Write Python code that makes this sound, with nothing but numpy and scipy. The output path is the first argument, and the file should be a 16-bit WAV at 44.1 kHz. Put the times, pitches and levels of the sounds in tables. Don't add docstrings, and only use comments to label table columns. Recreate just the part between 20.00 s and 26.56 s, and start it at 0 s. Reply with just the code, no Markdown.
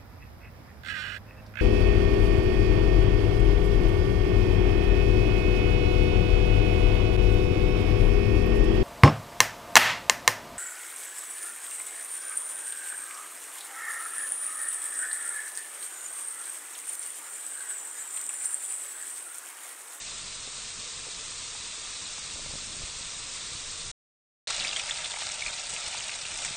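import sys
import numpy as np
from scipy import signal
from scipy.io import wavfile
from scipy.ndimage import uniform_filter1d

SR = 44100
rng = np.random.default_rng(int(sys.argv[2]) if len(sys.argv) > 2 else 0)


def wav_out(sig):
    wavfile.write(sys.argv[1], SR, np.round(np.clip(np.atleast_2d(sig).T, -1, 1) * 32767).astype(np.int16))


def linear_from_db(decibels):
    return 10 ** (np.asarray(decibels, float) / 20)


N = 289296
T = np.arange(N) / SR

# start t/s, end t/s
SHOTS = [(0, 3.9152), (4.4718, 6.6)]
# t/s, level/dB
BOIL = [
    [(0, -42), (0.7, -41.5), (1.8, -41), (2.05, -40.5), (2.7, -41.2), (3.3, -40), (3.92, -41)],
    [(4.47, -34.5), (4.66, -36), (4.84, -37.5), (5.0, -39), (5.41, -38.5), (5.7, -39.5), (5.88, -38),
     (6.15, -40), (6.45, -37), (6.56, -39.5)],
]
# usual level/dB, body over it/dB, treble over it/dB,
# share of a swell the body follows (0-1), share the treble follows (0-1)
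BALANCE = [(-41.5, -10.5, -0.47, 0.4, 0.1), (-38, -7.5, -2.5, 0.96, 0.4)]
# f/Hz, density level/dB
FIZZ_SPECTRUM = [
    [(150, -55), (250, -6.5), (405, -8), (443, -0.5), (555, -4.5), (784, -8), (1120, -1.5), (1180, -2.5),
     (1450, -4), (2610, 0), (3040, 0.5), (3750, 4), (5620, 0.5), (8570, 2), (9100, -2.5), (11800, -33),
     (20000, -120)],
    [(150, -42.5), (250, -23.5), (405, -14), (555, -9.5), (598, -3.5), (665, -7.5), (911, -5.5),
     (1030, -11.5), (1330, -6.5), (1660, -5), (2350, 0), (3800, 1.5), (6060, -1.5), (8570, 0), (9100, -3),
     (11800, -42), (20000, -120)],
]
# rate/(1/s), size spread/dB, clumping/dB, share of smooth hiss (0-1),
# crackle rate/(1/s), crackle level/dB
BUBBLES = [(8900, 2, -0.46, 0.7, 480, -14.5), (5000, 3, 1.5, 0.44, 700, -2.5)]
# f/Hz, width/Hz, level/dB
POT_MODES = [(620, 40, 2), (740, 110, 3), (957, 46, 5), (1189, 38, 5.5), (1349, 130, 4), (2600, 180, 1),
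             (3120, 250, -2.5), (3630, 480, 0.5), (4350, 60, 0)]
# t/s, peak level/dB, f/Hz, ring length/cycles
POPS = [(4.4776, -20, 4100, 2.1), (4.5088, -24, 4070, 2.9), (4.5259, -23, 5500, 1.8),
        (4.5447, -22, 3720, 1.7), (4.5998, -16.5, 4020, 2.3), (4.6494, -19, 2350, 2.36),
        (4.6571, -26, 2480, 1.3), (4.681, -19, 4610, 1.5), (4.6927, -19, 3700, 1.9),
        (4.7299, -24, 2680, 3.2), (4.763, -19.5, 3150, 3.3), (4.7687, -26, 2040, 3.3),
        (4.7975, -26, 2470, 1.3), (4.8916, -26, 2090, 1.9), (4.8971, -24, 1980, 1.8),
        (4.9102, -15.5, 3340, 2.1), (4.9429, -23, 4800, 1.6), (5.0444, -22, 3420, 2.3),
        (5.0583, -22, 3440, 2.1), (5.1181, -25, 3340, 2.2), (5.4227, -24.5, 2200, 4.3),
        (5.4639, -20, 2370, 3.1), (5.4821, -26.5, 2380, 2.9), (5.7644, -18.5, 2630, 0.77),
        (5.9941, -28, 2950, 2.4), (6.0073, -26.5, 2800, 2.2), (6.0948, -22, 2420, 1.4),
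        (6.2526, -26.5, 2620, 2.9), (6.422, -27, 3520, 2.2), (6.4492, -28, 2240, 2.3)]
# t/s, peak level/dB, f/Hz
PIPS = [(4.4725, -25.5, 3570), (4.5721, -26, 3750), (4.594, -27, 2400), (4.61, -20.5, 3630),
        (4.6724, -20.5, 3280), (4.7129, -26, 3210), (4.805, -30, 2430), (5.0503, -23, 3720),
        (5.141, -27, 2100), (5.1633, -29, 2150), (5.5862, -32, 2600), (5.2217, -27.5, 1910),
        (5.2535, -25.5, 3960), (5.269, -26, 3920), (5.2994, -29, 2330), (5.4726, -23, 4160),
        (5.532, -23, 3870), (5.5787, -26, 3720), (5.6973, -25, 8000), (5.7395, -20, 8820),
        (5.88, -20, 8770), (5.956, -28, 2730), (5.9867, -25, 6600), (6.041, -26, 4040), (6.14, -25, 3980),
        (6.2661, -23, 3900), (6.3422, -23, 7400), (6.3756, -23, 8600), (6.466, -25, 8050),
        (6.4807, -28, 2340)]
# t/s, peak level/dB
SPITS = [(4.4768, -12), (4.5073, -18), (4.5436, -18), (4.571, -20), (4.5981, -23), (4.6774, -16),
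         (4.5922, -28), (4.7612, -22), (4.9085, -17), (5.1204, -26), (5.1613, -23), (5.187, -5),
         (5.2516, -18), (5.286, -20.5), (5.3847, -15), (5.422, -15), (5.5768, -22), (5.6522, -23),
         (5.72, -7), (5.8392, -24), (5.9155, -10), (5.9535, -22), (5.9824, -27), (6.037, -26),
         (6.1386, -18), (6.2638, -26), (6.373, -13), (6.4184, -21), (6.4486, -0.5), (6.466, -17)]
# start t/s, length/s, level/dB
BAG = [
    (5.676, 0.1, -40.5),
    (5.82, 0.11, -50),
    (6.332, 0.18, -43.5),
]
# t/s, peak level/dB, f/Hz
BUMPS = [(0.0363, -62, 112), (0.4753, -40.5, 362), (1.0689, -62, 364), (2.498, -41.5, 80), (2.059, -47, 74),
         (2.1864, -46, 243), (2.3467, -40, 73.6), (2.3955, -45, 540), (2.463, -46.5, 200),
         (2.5082, -42, 537), (2.5567, -35, 164), (2.8082, -40.5, 138), (2.840, -34, 61.6),
         (2.9683, -46, 50), (3.0104, -41, 164), (3.1678, -45, 164), (3.519, -43, 107.5), (3.5531, -41, 110),
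         (3.8002, -48.5, 156), (4.5415, -54, 111), (2.538, -38, 149), (5.0624, -51, 75), (5.171, -41, 800),
         (5.8751, -47, 73.6), (6.2345, -52, 74), (6.4855, -49, 106), (6.5093, -38, 173)]
# t/s, peak level/dB, f/Hz
KNOCKS = [(0.475, -38.5, 518), (1.068, -38.5, 511), (1.084, -40, 452), (1.551, -36.5, 921),
          (2.182, -37, 947), (2.359, -40, 554), (2.394, -38.5, 611), (2.461, -38, 581), (2.508, -38.5, 557),
          (2.537, -40, 554), (2.554, -38.5, 600), (2.819, -41, 576), (3.011, -48, 947), (3.634, -55.5, 552),
          (4.51, -33, 730), (5.141, -32, 800), (5.171, -30.5, 850), (5.22, -34, 740), (5.947, -31, 900)]
# t/s, level/dB
GRIP = [(0, -56), (2.2, -55), (2.38, -50.5), (2.55, -52), (2.85, -51.5), (3.05, -55), (3.5, -54.5),
        (3.8, -51.5), (3.92, -50.5), (4.47, -56.5), (5.6, -55.5), (6.56, -55.5)]
# f/Hz, density level/dB
RUMBLE = [(8.8, -26), (15, 2), (27, 1), (43, -5.5), (113, -7), (151, -8), (339, -17.5), (400, -19.5),
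          (520, -31.5), (880, -120)]
# f/Hz, side level re mid/dB
SPREAD = [(60, -27.5), (400, -17.5), (1000, -19.5), (2000, -15), (3200, -15), (4500, -14.5), (9000, -14.5)]
# f/Hz, share of cells kept (0-1)
SIDE_KEPT = [
    [(60, .35), (430, .45), (1400, .38), (2000, .58), (3350, .55), (3450, .03), (4700, .02), (5300, 0),
     (9000, .01)],
    [(60, .4), (800, .22), (1900, .45), (2200, .16), (3300, .14), (3900, .04), (4800, .09), (5400, .02),
     (9000, .01)],
]
# f/Hz, share of cells dropped (0-1)
MID_GAPS = [(300, .004), (1300, .008), (1700, .05), (2500, .02), (3100, .07), (3600, .01), (4200, .14),
            (4850, .17), (5300, .025), (9000, .012)]

SURGE_DB, SURGE_S = 0.26, 0.03
SMALL_COUNT = 60
SMALL_OVER_DB, SMALL_SPREAD_DB = 4, 3
SMALL_HZ, SMALL_OCTAVES, SMALL_CYCLES = 3700, 0.3, 1.2
PIP_CYCLES = 1.9
CREASES_PER_S, CREASE_SPREAD_DB, CREASE_HZ = 1700, 6, 6800
TAIL_S, TAIL_DB = 0.06, -6.5
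CAMERA_TOP_HZ = 9135
CUT_S = 0.0004


def evened(x):
    return x / np.sqrt(np.mean(x ** 2) + 1e-20)


def read(points, hz):
    f, value = np.transpose(points)
    return np.interp(np.log(hz + 1), np.log(f + 1), value)


def coloured(x, db_at):
    hz = abs(np.fft.fftfreq(8192, 1 / SR))
    log_gain = np.log(linear_from_db(np.maximum(db_at(hz), -100)))
    taps = np.fft.ifft(np.exp(np.conj(signal.hilbert(log_gain)))).real[:4096]
    return signal.oaconvolve(x, taps)[:N]


def band_rms(x, lo_hz, hi_hz):
    band = signal.butter(4, [lo_hz, hi_hz], "band", fs=SR, output="sos")
    return np.sqrt(np.mean(signal.sosfilt(band, x) ** 2))


def drift(span_s):
    size = int(span_s * SR)
    once = uniform_filter1d(rng.standard_normal(N), size)
    return evened(uniform_filter1d(once, size))


def sparse_snaps(per_s, spread_db, limit):
    size = linear_from_db(spread_db * np.minimum(rng.exponential(1, N), limit))
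    return size * (rng.random(N) < per_s / SR)


def burst(hz, cycles, glide):
    u = np.arange(int(6 * cycles * SR / hz) + 8) / SR * hz / cycles
    shape = u ** 0.57 * np.exp(-1.3 * u)
    return shape / shape.max() * np.sin(2 * np.pi * cycles * (u + glide * u ** 2))


def strike(rows, length, glide, tick_db, lead):
    out = np.zeros(N + SR)
    chance = rng.standard_normal((len(rows), 64))
    for (s, db, hz, *cycles), noise in zip(rows, chance):
        cycles = length * np.prod(cycles)
        sound = burst(hz, cycles, glide)
        at = int((s - lead * cycles / hz) * SR)
        out[at:at + len(sound)] += linear_from_db(db) * sound
        out[at:at + 64] += linear_from_db(db + tick_db) * noise * np.exp(-np.arange(64) / 16.0)
    return out[:N]


def kitchen(x):
    t, out = np.arange(5000) / SR, x.copy()
    spot = (np.arange(N) // 700) % 8
    tails = rng.standard_normal((8, len(t))) * linear_from_db(-60 * t / TAIL_S) * (t > .0012)
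    for k, tail in enumerate(tails):
        out += linear_from_db(TAIL_DB) * signal.oaconvolve(x * (spot == k), tail / np.linalg.norm(tail))[:N]
    return out


def cells(frames, band, count):
    chance = uniform_filter1d(rng.standard_normal((band.max() + 1, frames)), count, axis=1)
    return (chance.argsort(1).argsort(1) / frames)[band]


def camera_masking(mid, side, kept):
    hz, t, (mid, side) = signal.stft(np.array([mid, side]), SR, nperseg=1024, noverlap=768)
    narrow = (hz / 130).astype(int)
    wide = (9 * np.log(1 + hz / 600)).astype(int)
    mid *= np.where(cells(len(t), narrow, count=7) < read(MID_GAPS, hz)[:, None], 0, 1)
    side *= cells(len(t), wide, count=14) < read(kept, hz)[:, None]
    ports = np.array([mid + side, mid - side]) * (hz < CAMERA_TOP_HZ)[:, None]
    return signal.istft(ports, SR, nperseg=1024, noverlap=768)[1][:, :N]


def grip_rumble():
    grip_db = np.interp(T, *np.transpose(GRIP))
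    rumble = evened(coloured(rng.standard_normal(N), lambda hz: read(RUMBLE, hz)))
    return linear_from_db(grip_db + 2.2 * drift(0.057)) * rumble


def hand_bumps():
    return linear_from_db(1.7) * strike(BUMPS, length=0.44, glide=-.03, tick_db=4.0, lead=.6)


def shell_knocks():
    upper_rows = np.array(KNOCKS) * [1, 1, 1.7]
    lower = -linear_from_db(-2.0) * strike(KNOCKS, length=1.6, glide=-0.014, tick_db=-19.5, lead=0.062)
    upper = linear_from_db(-8.0) * strike(upper_rows, length=1.6, glide=-.02, tick_db=-8.5, lead=.05)
    return lower + upper


def bag():
    snaps = sparse_snaps(CREASES_PER_S, CREASE_SPREAD_DB, 3)
    creases = snaps * rng.choice([-1, 1], N) * linear_from_db(2.8 * drift(0.0095))
    film = signal.oaconvolve(creases, burst(CREASE_HZ, 0.88, 0.046))[:N]
    squeeze = np.zeros(N)
    for s, length, db in BAG:
        squeeze += linear_from_db(db) * np.sin(np.pi * np.clip((T - s) / length, 0, 1)) ** .5
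    return squeeze * evened(film)


def spits():
    out, t = np.zeros(N + SR), np.arange(160) / SR
    for (s, db), noise in zip(SPITS, rng.standard_normal((len(SPITS), 161))):
        tick = linear_from_db(-60 * t / 0.0087) * (noise[1:] - 0.69 * noise[:-1])
        at = int(s * SR)
        out[at:at + 160] += linear_from_db(db + 3.0) * tick / np.linalg.norm(tick)
    return signal.sosfilt(signal.butter(2, 900, "high", fs=SR, output="sos"), out[:N])


def small_pops():
    place, size, pitch, ring = rng.random((SMALL_COUNT, 4)).T
    start, end = BOIL[1][0][0], BOIL[1][-1][0]
    s = start + (end - start) * (np.arange(SMALL_COUNT) + place) / SMALL_COUNT
    boil_db = np.interp(s, *np.transpose(BOIL[1]))
    db = boil_db + SMALL_OVER_DB + SMALL_SPREAD_DB * (2 * size - 1)
    hz = SMALL_HZ * 2 ** (SMALL_OCTAVES * 2 * (2 * pitch - 1) ** 3)
    return list(zip(s, db, hz, SMALL_CYCLES * (.5 + ring)))


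def bubble_pops():
    pips = [(*row, PIP_CYCLES) for row in PIPS]
    return strike(POPS + pips + small_pops(), length=1.1, glide=0.013, tick_db=-12, lead=0.6)


def pot_db(hz):
    return sum(db / (1 + (2 * (hz - f) / width) ** 2) for f, width, db in POT_MODES)


def fizz(spectrum, per_s, spread_db, clump_db, hiss, crackles_per_s, crackle_db):
    clumps = linear_from_db(clump_db * drift(0.0069))
    size = sparse_snaps(per_s, spread_db, 5)
    kind, bubbles = rng.integers(0, 24, N), np.zeros(N)
    for k, hz in enumerate(np.geomspace(300, 10000, 24)):
        grain = burst(hz, 1.53, 0.064)
        grain = grain / np.linalg.norm(grain) * np.sqrt(hz)
        bubbles += signal.oaconvolve(size * (kind == k), grain)[:N]
    snaps = sparse_snaps(crackles_per_s, 5.0, 3) * rng.choice([-1, 1], N)
    snaps = linear_from_db(crackle_db) * evened(snaps)
    bubbles = kitchen((evened(bubbles) + snaps) * clumps)
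    smooth = rng.standard_normal(N) * np.sqrt(clumps)
    mix = np.sqrt(1 - hiss) * evened(bubbles) + np.sqrt(hiss) * smooth
    return coloured(mix, lambda hz: read(spectrum, hz) + pot_db(hz))


def frying(boil, balance, spectrum, bubbles):
    usual_db, body_db, treble_db, body_share, treble_share = balance
    swell_db = np.interp(T, *np.transpose(boil)) - usual_db + SURGE_DB * drift(SURGE_S)
    oil = fizz(spectrum, *bubbles)
    oil = oil / band_rms(oil, 2000, 6000)
    body = signal.sosfiltfilt(signal.butter(2, 1900, fs=SR, output="sos"), oil)
    treble = signal.sosfiltfilt(signal.butter(2, 6200, "high", fs=SR, output="sos"), oil)
    middle = (oil - body - treble) * linear_from_db(swell_db)
    body = body * linear_from_db(body_db + body_share * swell_db) / band_rms(oil, 450, 1800)
    treble = treble * linear_from_db(treble_db + treble_share * swell_db) / band_rms(oil, 6370, 9000)
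    return linear_from_db(usual_db) * (middle + body + treble)


def scene():
    pops = kitchen(bubble_pops() + spits() + bag())
    handling = hand_bumps() + shell_knocks()
    ports = np.zeros((2, N))
    for (t0, t1), boil, balance, spectrum, bubbles in zip(SHOTS, BOIL, BALANCE, FIZZ_SPECTRUM, BUBBLES):
        near = frying(boil, balance, spectrum, bubbles) + grip_rumble() + pops
        side = coloured(np.roll(near, 1500), lambda hz: read(SPREAD, hz))
        mid = near + handling
        ports += ((T > t0) & (T < t1)) * np.array([mid + side, mid - side])
    return ports


def roll_off(x):
    return signal.sosfilt(signal.butter(12, 10340, fs=SR, output="sos"), x)


def record(dry):
    mid, side = (dry[0] + dry[1]) / 2, (dry[0] - dry[1]) / 2
    mix = np.zeros_like(dry)
    for (t0, t1), kept in zip(SHOTS, SIDE_KEPT):
        since_start = T - t0 + CUT_S * (t0 == 0)
        edge = np.clip(np.minimum(since_start, t1 - T) / CUT_S, 0, 1)
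        mix += np.sin(np.pi / 2 * edge) ** 2 * camera_masking(mid, side, kept)
    return roll_off(mix)


dry = scene()
out = record(dry)
wav_out(out)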